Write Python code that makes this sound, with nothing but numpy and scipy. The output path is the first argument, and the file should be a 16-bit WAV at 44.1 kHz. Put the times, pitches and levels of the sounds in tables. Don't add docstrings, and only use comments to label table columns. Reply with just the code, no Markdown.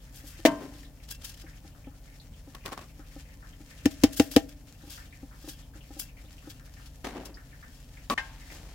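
import sys
import numpy as np
from scipy import signal
from scipy.fft import rfft, irfft
from scipy.io import wavfile

SR = 44100
rng = np.random.default_rng(int(sys.argv[2]) if len(sys.argv) > 2 else 0)


def persist_wave(psi):
    counts = np.round(np.clip(psi, -1, 1) * 32767).astype(np.int16)
    wavfile.write(sys.argv[1], SR, np.atleast_2d(counts).T)


N = 385434
T = np.arange(SR) / SR


# t/s, thud level/dB, pot ring level/dB, crack level/dB
KNOCKS = [(0.4516, -1.5, -17.5, -21.5), (0.4592, -8, -46, -20.5)]
# f/Hz, level/dB, t60/s
FULL_JUG_MODES = [(258, -19, .06), (319, 0.5, 0.13), (478, 5, 0.024), (613.5, -4, 0.0954), (659, -17, 0.26),
                  (1786, -11, 0.088), (2040, -17, 0.16)]
# f/Hz, level/dB, t60/s
POT_MODES = [(266.5, 3, 0.93), (291, 4, 0.98), (517, -28, 1), (602, -5, 0.84), (650, 3.5, 0.4),
             (932, 4.5, 0.37), (995, -13.5, 0.46), (1032, 0.5, 0.61), (1190, -18, 0.25),
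             (1370, -24.5, 0.89), (1518, -13.5, .37), (1571, -4, .49), (1830, -14, .7), (2093, -27, .31),
             (2160, -4.5, 0.21), (2705, -6.5, .31), (3074, -11, 0.47)]

def jug_knocks(split=0.026):
    out = np.zeros((2, N))
    twins = [(hz * (1 + split * rng.uniform(-1, 1)), db + 1, t60 * 0.61) for hz, db, t60 in POT_MODES]
    for s, thud_db, ring_db, crack_db in KNOCKS:
        thud = gain_of(thud_db) * ring(FULL_JUG_MODES, rise=0.0008)
        pot = gain_of(ring_db) * ring(POT_MODES + twins, rise=0.003)
        snap = gain_of(crack_db) * crack(0.0089, after_db=-13, after_fall=0.013, tilt_db=0.1)
        add(out, s, radiated(radiated(thud + pot, 170), 170) + snap)
    return out


# t/s, thump level/dB, wall level/dB re thump, crack level/dB
SLAPS = [(3.8567, -8, -14, -23), (4.0363, -4, -11, -15.5), (4.1976, -6.5, -6, -18), (4.3632, -5, -3.5, -16)]
# f/Hz, level/dB, t60/s
JUG_AIR_MODES = [(325, 0, 0.042)]
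# f/Hz, level/dB, t60/s
JUG_WALL_MODES = [(421, -24, 0.047), (482, 12.5, 0.034), (508, -3, 0.021), (664, -7, 0.096),
                  (798, -6, 0.093), (1864, -28, 0.16), (2946, -7, 0.028), (2800, -33, 0.045)]

def palm_slaps():
    out = np.zeros((2, N))
    for s, db, wall_db, crack_db in SLAPS:
        air = ring(JUG_AIR_MODES, rise=0.004, sag=0.2, sag_s=0.021)
        walls = gain_of(wall_db) * ring(JUG_WALL_MODES, rise=0.0032)
        pot = gain_of(-34) * ring(POT_MODES[:5], rise=0.0053)
        recoil = gain_of(-20.5) * ring([(80.5, 0, 0.075)], rise=0.0042)
        thump = -gain_of(db) * (radiated(air + walls + pot, 193) + recoil)
        smack = gain_of(crack_db) * inside_pot(crack(0.0033, after_db=-11.5, after_fall=0.015))
        add(out, s, thump + smack)
        add(out, s - 0.005, gain_of(db - 23) * air)
    return out


# t/s, level/dB
SLIDES = [(.168, -50), (.28, -47.5)]
# t/s, level/dB, fall/s
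CLUMPS = [(1.089, -50, 0.015), (1.112, -33.5, .011), (1.247, -41, 0.032), (1.294, -43, 0.0096),
          (1.399, -52, .016), (3.912, -44, 0.017), (4.133, -40.5, 0.014), (4.17, -34, 0.042),
          (4.315, -42, 0.051), (4.493, -47.5, 0.0072), (4.905, -44, 0.042), (5.487, -40, 0.026),
          (5.998, -29.5, 0.018), (6.5, -45, .014), (6.86, -50.5, .012), (7.256, -43, 0.011)]
# t/s, level/dB
SLEEVE_SWINGS = [(0.629, -57.5), (0.808, -57.5), (3.14, -61.5), (4.959, -49.5), (5.48, -54), (6.0, -55.5),
                 (6.48, -62), (6.831, -60.5), (7.75, -60.5), (8.54, -53)]
# f/Hz, level/dB
SWISH_SPECTRUM = [(300, -30.5), (1100, -4.5), (1700, -3.5), (3200, 6.5), (5500, 5.5), (8500, 2),
                  (12000, -1.5), (15500, -2.5)]

def rice_and_sleeves(pour_from_s=1.02, pour_to_s=1.45, crumb_count=10, ticks_per_s=500):
    swishes, lead_s = np.zeros((2, N)), 0.35
    crumbs = [(pour_from_s + (pour_to_s - pour_from_s) * (k + when) / crumb_count, -54.5 + 4 * size, 0.009)
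              for k, (when, size) in enumerate(rng.random((crumb_count, 2)))]
    splats = [(s, db, 0.0041, fall, 5 + 0.38 * (db + 31.5)) for s, db, fall in CLUMPS + crumbs]
    swings = [(s, db, 0.079, 0.056, -1.5) for s, db in SLEEVE_SWINGS]
    slides = [(s, db, 0.021, 0.036, 4.5) for s, db in SLIDES]
    for s, db, rise, fall, tilt_db in slides + splats + swings:
        hiss = noise(SWISH_SPECTRUM, ALIKE_NEAR, size=SR, tilt_db=tilt_db)
        add(swishes, s - lead_s, gain_of(db) * swell(T - lead_s, rise, fall) * hiss)
    force = gain_of(4 * np.minimum(rng.exponential(1, N), 3))
    hits = swishes.mean(0) * evened(force * (rng.random(N) < ticks_per_s / SR))
    wall = ring([(1623, 2.5, 0.053), (2710, -4, 0.24), (3360, 2.5, 0.098), (5015, 5.5, 0.073)])
    ticks = signal.oaconvolve(hits[None], wall / np.linalg.norm(wall[0]), axes=1)[:, :N]
    grit = evened(gain_of(0.83 * drift(900) + 1.8 * drift(70)))
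    return inside_pot(swishes * grit) + gain_of(-7) * (ticks + hits)


# f/Hz, level/dB, t60/s
CLACK_MODES = [(225, -6, 0.25), (586, -6, 0.071), (795, -7, .09), (1036, 1, 0.094), (1123, 3.5, 0.18),
               (1240, -5, 0.11)]
# t/s, ring level/dB, chatter level/dB
CLINKS = [(8.1772, -16, -34.5), (8.1827, -27, -35.5)]
# f/Hz, level/dB, t60/s
RIM_MODES = [(886, -18.5, 0.53), (1070, -18, 0.4), (1580, -2, 0.23), (1630, -11, 0.3), (1798, 5, 0.074),
             (1852, 7, 0.073), (2100, 3.5, 0.14), (2460, -1.5, 0.069), (2600, -9, 0.15), (3020, -4.5, 0.17),
             (3550, -13, 0.17)]

def utensil(clack_at_s=8.0995):
    out = np.zeros((2, N))
    rattle = gain_of(-28) * noise(SCUFF_SPECTRUM, ALIKE_NEAR, size=SR, tilt_db=1.5) * np.exp(-T / 0.036)
    tick = gain_of(-18) * ring([(3300, -0.16, 0.0067), (3800, 0, 0.013), (4580, -2, 0.012)], rise=0.0001)
    clack = gain_of(-17.5) * ring(CLACK_MODES, rise=0.0027)
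    snap = gain_of(-40) * crack(0.002, after_db=-17, after_fall=0.02, tilt_db=14)
    dead_stop = np.clip((0.043 - T) / 0.0017, 0, 1)
    add(out, clack_at_s, (clack + rattle + tick + snap) * dead_stop)
    spectrum = [(400, -15.5), (900, -2.5), (1300, -9), (1850, -6.5), (3000, -9), (6000, -17.5),
                (15000, -40)]
    fade = np.exp(-T / 0.012) + gain_of(-16) * np.exp(-T / 0.14)
    for s, ring_db, chatter_db in CLINKS:
        chatter = gain_of(chatter_db) * noise(spectrum, ALIKE_NEAR, size=SR) * fade
        add(out, s, gain_of(ring_db) * ring(RIM_MODES, rise=0.00056) + chatter)
    return out


# t/s, creak level/dB, snap level/dB
CREAKS = [(2.55, -48, -36.5), (2.66, -35.5, -28.5), (2.721, -37, -60), (2.778, -41.5, -62),
          (2.813, -44.5, -60)]
# t/s, level/dB, rise/s, fall/s, tilt/dB per octave
SCRAPES = [(.622, -40.5, .012, 0.04, -3.5), (7.046, -32, 0.003, 0.046, 0), (7.165, -39.5, 0.03, 0.081, -2),
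           (8.503, -52.5, .003, 0.42, 2)]

def handling():
    out = np.zeros((2, N))
    shudder = rub(-32.5, rise=0.0067, fall=0.03, tilt_db=-1.5, flex_db=-3.5)
    settle = rub(-39, rise=0.008, fall=0.12, tilt_db=-5.5)
    add(out, KNOCKS[0][0] + 0.025 - RUB_LEAD_S, shudder + settle)
    for s, db, snap_db in CREAKS:
        add(out, s - RUB_LEAD_S, rub(db, rise=0.0042, fall=0.02, tilt_db=2, flex_db=-4))
        add(out, s, gain_of(snap_db) * crack(0.0014))
    for s, db, rise, fall, tilt_db in SCRAPES:
        add(out, s - RUB_LEAD_S, rub(db, rise, fall, tilt_db))
    return out


# f/Hz, level/dB
SCUFF_SPECTRUM = [(60, -40), (150, 3.5), (290, 9), (480, 3), (800, 3), (1150, -5.5), (1700, -4),
                  (3000, -9.5), (6000, -15.5), (15000, -29)]
# f/Hz, level/dB
FLEX_SPECTRUM = [(500, -31.5), (950, -16.5), (1100, 6.5), (1230, -3.5), (1500, -12), (3000, -31.5),
                 (15000, -58)]
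RUB_LEAD_S = 0.1

def rub(db, rise, fall, tilt_db, flex_db=-20):
    grit = evened(gain_of(2.8 * drift(173, size=SR)))
    scuff = noise(SCUFF_SPECTRUM, ALIKE_NEAR, size=SR, tilt_db=tilt_db)
    flex = gain_of(flex_db) * noise(FLEX_SPECTRUM, ALIKE_NEAR, size=SR)
    return gain_of(db) * swell(T - RUB_LEAD_S, rise, fall) * grit * (scuff + flex)


# f/Hz, level/dB
CRACK_SPECTRUM = [(150, -33.5), (500, -6.5), (1200, -2.5), (2800, 2), (4200, -3), (6000, -4), (8500, -9.5),
                  (12000, -16), (15500, -13.5)]

def crack(fall, after_db=-18, after_fall=0.014, tilt_db=0):
    shape = np.exp(-T / fall) + gain_of(after_db) * np.exp(-T / after_fall)
    return noise(CRACK_SPECTRUM, ALIKE_NEAR, size=SR, tilt_db=tilt_db) * shape


# t/s, level/dB
PLOPS = [(0.392, -40.5), (1.871, -36.5), (2.474, -40), (2.993, -39), (3.161, -35.5), (4.835, -40.5),
         (5.229, -35.5), (5.441, -37.5), (5.477, -34), (5.904, -37.5), (5.964, -37), (6.472, -35.5)]
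# multiple of the pitch, level/dB, t60/s
POT_AIR_MODES = [(1.001, 7, 0.077), (1.8, -5, 0.068), (2.75, -8.5, 0.1), (4.401, -15.5, 0.057),
                 (6.1, -26.5, 0.26)]

def plops(pitch_hz=291.6, soft_count=12, soft_db=-42.5):
    out = np.zeros((2, N))
    soft = [((k + when) / soft_count * N / SR, soft_db + 4 * (force - 0.5))
            for k, (when, force) in enumerate(rng.random((soft_count, 2)))]
    for s, db in PLOPS + soft:
        modes = np.array(POT_AIR_MODES) + rng.standard_normal((len(POT_AIR_MODES), 3)) * [0.05, 2, 0]
        tear = noise(SCUFF_SPECTRUM, ALIKE_NEAR, size=SR, tilt_db=-9.5) * np.exp(-T / 0.0027)
        add(out, s, gain_of(db) * (ring(modes, pitch_hz, rise=0.0027) + gain_of(-13) * tear))
    return out


# t/s, level/dB, f/Hz
BUBBLES = [(1.464, -52, 1770), (2.198, -51, 4100), (2.995, -57, 1410), (4.975, -48.5, 1620),
           (5.125, -52.5, 2170), (7.342, -49.5, 4950), (7.37, -51.5, 1590), (7.627, -49.5, 1640),
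           (7.97, -52, 2180), (8.417, -53.5, 2100), (8.5, -48.5, 2160)]

def simmer(faint_count=110, faint_db=-60.5, faint_hz=2200, fade_cycles=67):
    out, t = np.zeros((2, N)), T[:SR // 5]
    hz = np.fft.rfftfreq(len(t), 1 / SR)
    times = rng.random(faint_count) * N / SR
    chance = np.clip(rng.standard_normal((faint_count, 2)), -2, 2)
    faint = [(s, faint_db + 3 * force, faint_hz * 2 ** (0.37 * height))
             for s, (force, height) in zip(times, chance)]
    for s, db, centre_hz in BUBBLES + faint:
        band = 1 / (1 + ((hz - centre_hz) / 380) ** 2)
        puff = evened(irfft(rfft(rng.standard_normal((2, len(t)))) * band, len(t)))
        shape = np.exp(-t * centre_hz / fade_cycles) * (1 - np.exp(-t / 0.001))
        add(out, s, gain_of(db) * puff * shape)
    return out


# t/s, relative level/dB
FIZZ_LEVELS = [(0.0, -63.5), (.2, -55.5), (.38, -56), (.9, -63.5), (1.24, -59), (1.55, -64), (2.1, -64.5),
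               (3.6, -59.5), (4.05, -53.5), (4.499, -63), (7.8, -61.5), (8.3, -59), (8.74, -58)]
# f/Hz, level/dB
FIZZ_SPECTRUM = [(400, -33), (1300, -1), (2400, 0), (4000, -2.5), (7000, -3.5), (10000, -9), (15500, -17.5)]

def fizz(pops_per_s=260):
    level = gain_of(np.interp(np.arange(N) / SR, *np.transpose(FIZZ_LEVELS)) - 3.5 + 2.8 * drift(17))
    pops = gain_of(4 * np.minimum(rng.exponential(1, N), 4)) * (rng.random(N) < pops_per_s / SR)
    crackle = evened(signal.oaconvolve(pops, np.exp(-T / 0.00026))[:N])
    return level * (1 + gain_of(-7) * crackle) * noise(FIZZ_SPECTRUM, ALIKE_FAR)


# f/Hz, width/Hz, level/dB re the direct sound
STANDING_WAVES = [(1608, 12, -11), (1790, 25, 4), (2720, 20, -4), (3100, 17, 1.5), (4500, 100, -3),
                  (5190, 34, 3.5), (5460, 79, 1.5), (6150, 110, -2), (6400, 59, -9.5), (7010, 67, 0),
                  (7440, 55, -0.5), (8500, 17, -8.5), (11650, 200, 3)]

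def inside_pot(x):
    return x + sum(gain_of(db) * signal.lfilter(*signal.iirpeak(hz, hz / width, SR), x)
                   for hz, width, db in STANDING_WAVES)


# f/Hz, t60/s
CAMP_DECAY = [(100, .25), (300, 0.31), (1000, 0.27), (4000, 0.1), (15000, 0.12)]

def camp_scatter(x, echoes_per_s=3000):
    taps = rng.standard_normal((2, SR)) * (rng.random((2, SR)) < echoes_per_s / SR) * (T > 0.006)
    hz, t, spectra = signal.stft(taps, SR, nperseg=256)
    fade = gain_of(-60 * t / read(CAMP_DECAY, hz)[:, None])
    tail = signal.istft(spectra * fade, SR, nperseg=256)[1]
    return signal.fftconvolve(x, tail / np.linalg.norm(tail[0]), axes=1)[:, :N]


# f/Hz, level/dB
BURNER_SPECTRUM = [(10, -28), (24, -4.5), (45, -8), (76, -1.5), (120, -9), (167, -17), (209, -14.5),
                   (280, -9), (350, -26.5), (520, -20.5), (800, -25), (1300, -35.5), (4000, -43.5),
                   (15800, -37.5)]

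def burner():
    return gain_of(-54 + 0.32 * drift(12)) * noise(BURNER_SPECTRUM, ALIKE_FAR)


# f/Hz, level/dB
ENGINE_ORDERS = [(39.5, -54.5), (52.6, -54), (79, -63), (105, -66), (132, -61.5), (158, -62.5),
                 (184.5, -72.5)]

def far_engine():
    clock = np.arange(N) / SR + np.cumsum(0.00763 * drift(1.53)) / SR
    hum = np.zeros(N)
    for hz, db in ENGINE_ORDERS:
        level = gain_of(db) * np.sqrt(2) * (1 + 0.3 * drift(5.5))
        hum += level * np.sin(2 * np.pi * (hz * clock + rng.random()))
    return hum


# f/Hz, left-right likeness
ALIKE_NEAR = [(300, 0.97), (700, 0.77), (1400, 0.65), (3000, 0.067), (15000, 0.068)]
# f/Hz, left-right likeness
ALIKE_FAR = [(60, 0.93), (290, 0.94), (640, 0.74), (1410, 0.34), (3100, 0.19), (15000, 0)]

def noise(spectrum, alike, size=N, tilt_db=0):
    hz = np.fft.rfftfreq(size, 1 / SR)
    left, other = rfft(rng.standard_normal((2, size)))
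    same = np.clip(read(alike, hz), -1, 1)
    right = same * left + np.sqrt(1 - same ** 2) * other
    colour = gain_of(read(spectrum, hz) + tilt_db * np.log2(1 + hz / 500))
    return evened(irfft(np.array([left, right]) * colour, size))


def ring(modes, pitch=1, rise=0.00051, sag=0, sag_s=1):
    hz, db, t60 = np.transpose(modes)[:, :, None]
    apart = rng.choice([-1, 1], hz.shape) * np.minimum(hz * pitch / 2800, 1) * np.pi / 4
    fade = gain_of(db - 60 * T / t60) * (1 - np.exp(-T / rise))
    clock = T - sag * sag_s * (1 - np.exp(-T / sag_s))
    phase = 2 * np.pi * hz * pitch * clock
    out = np.array([(fade * np.sin(phase + side * apart)).sum(0) for side in (1, -1)])
    return out / abs(out).max()


def radiated(x, hz):
    return signal.sosfilt(signal.butter(2, hz, "high", fs=SR, output="sos"), x)


def swell(t, rise, fall):
    return np.exp(np.minimum(t / rise, -t / fall))


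def drift(per_s, size=N):
    hz = np.fft.rfftfreq(size, 1 / SR)
    return evened(irfft(rfft(rng.standard_normal(size)) / (1 + (hz / per_s) ** 4), size))


def gain_of(db):
    return 10 ** (np.asarray(db) / 20)


def evened(x):
    return x / np.sqrt(np.mean(x ** 2) + 1e-20)


def read(points, hz):
    f, value = np.transpose(points)
    return np.interp(np.log(hz + 1), np.log(f + 1), value)


def add(mix, s, sound):
    start = round(s * SR)
    sound = sound[:, max(-start, 0):]
    part = mix[:, max(start, 0):][:, :sound.shape[1]]
    part += sound[:, :part.shape[1]]


def scene():
    near = palm_slaps() + jug_knocks() + utensil() + handling() + plops() + rice_and_sleeves()
    near += inside_pot(simmer() + fizz())
    return near + gain_of(-27.5) * camp_scatter(near) + far_engine() + burner()


# f/Hz, left minus right level/dB
LEFT_BALANCE = [(60, 0.5), (200, 2.5), (2400, 2.5), (4400, 3.5), (8100, 4), (15000, 9)]

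def record(dry, edge_hz=16100):
    left_db = read(LEFT_BALANCE, np.fft.rfftfreq(N, 1 / SR))
    balanced = irfft(rfft(dry) * gain_of(np.array([left_db, -left_db]) / 2), N)
    lowpass = signal.firwin(301, edge_hz, window=("kaiser", 9), fs=SR)
    return signal.oaconvolve(np.clip(balanced, -1, 1), lowpass[None], "same")


dry = scene()
out = record(dry)
persist_wave(out)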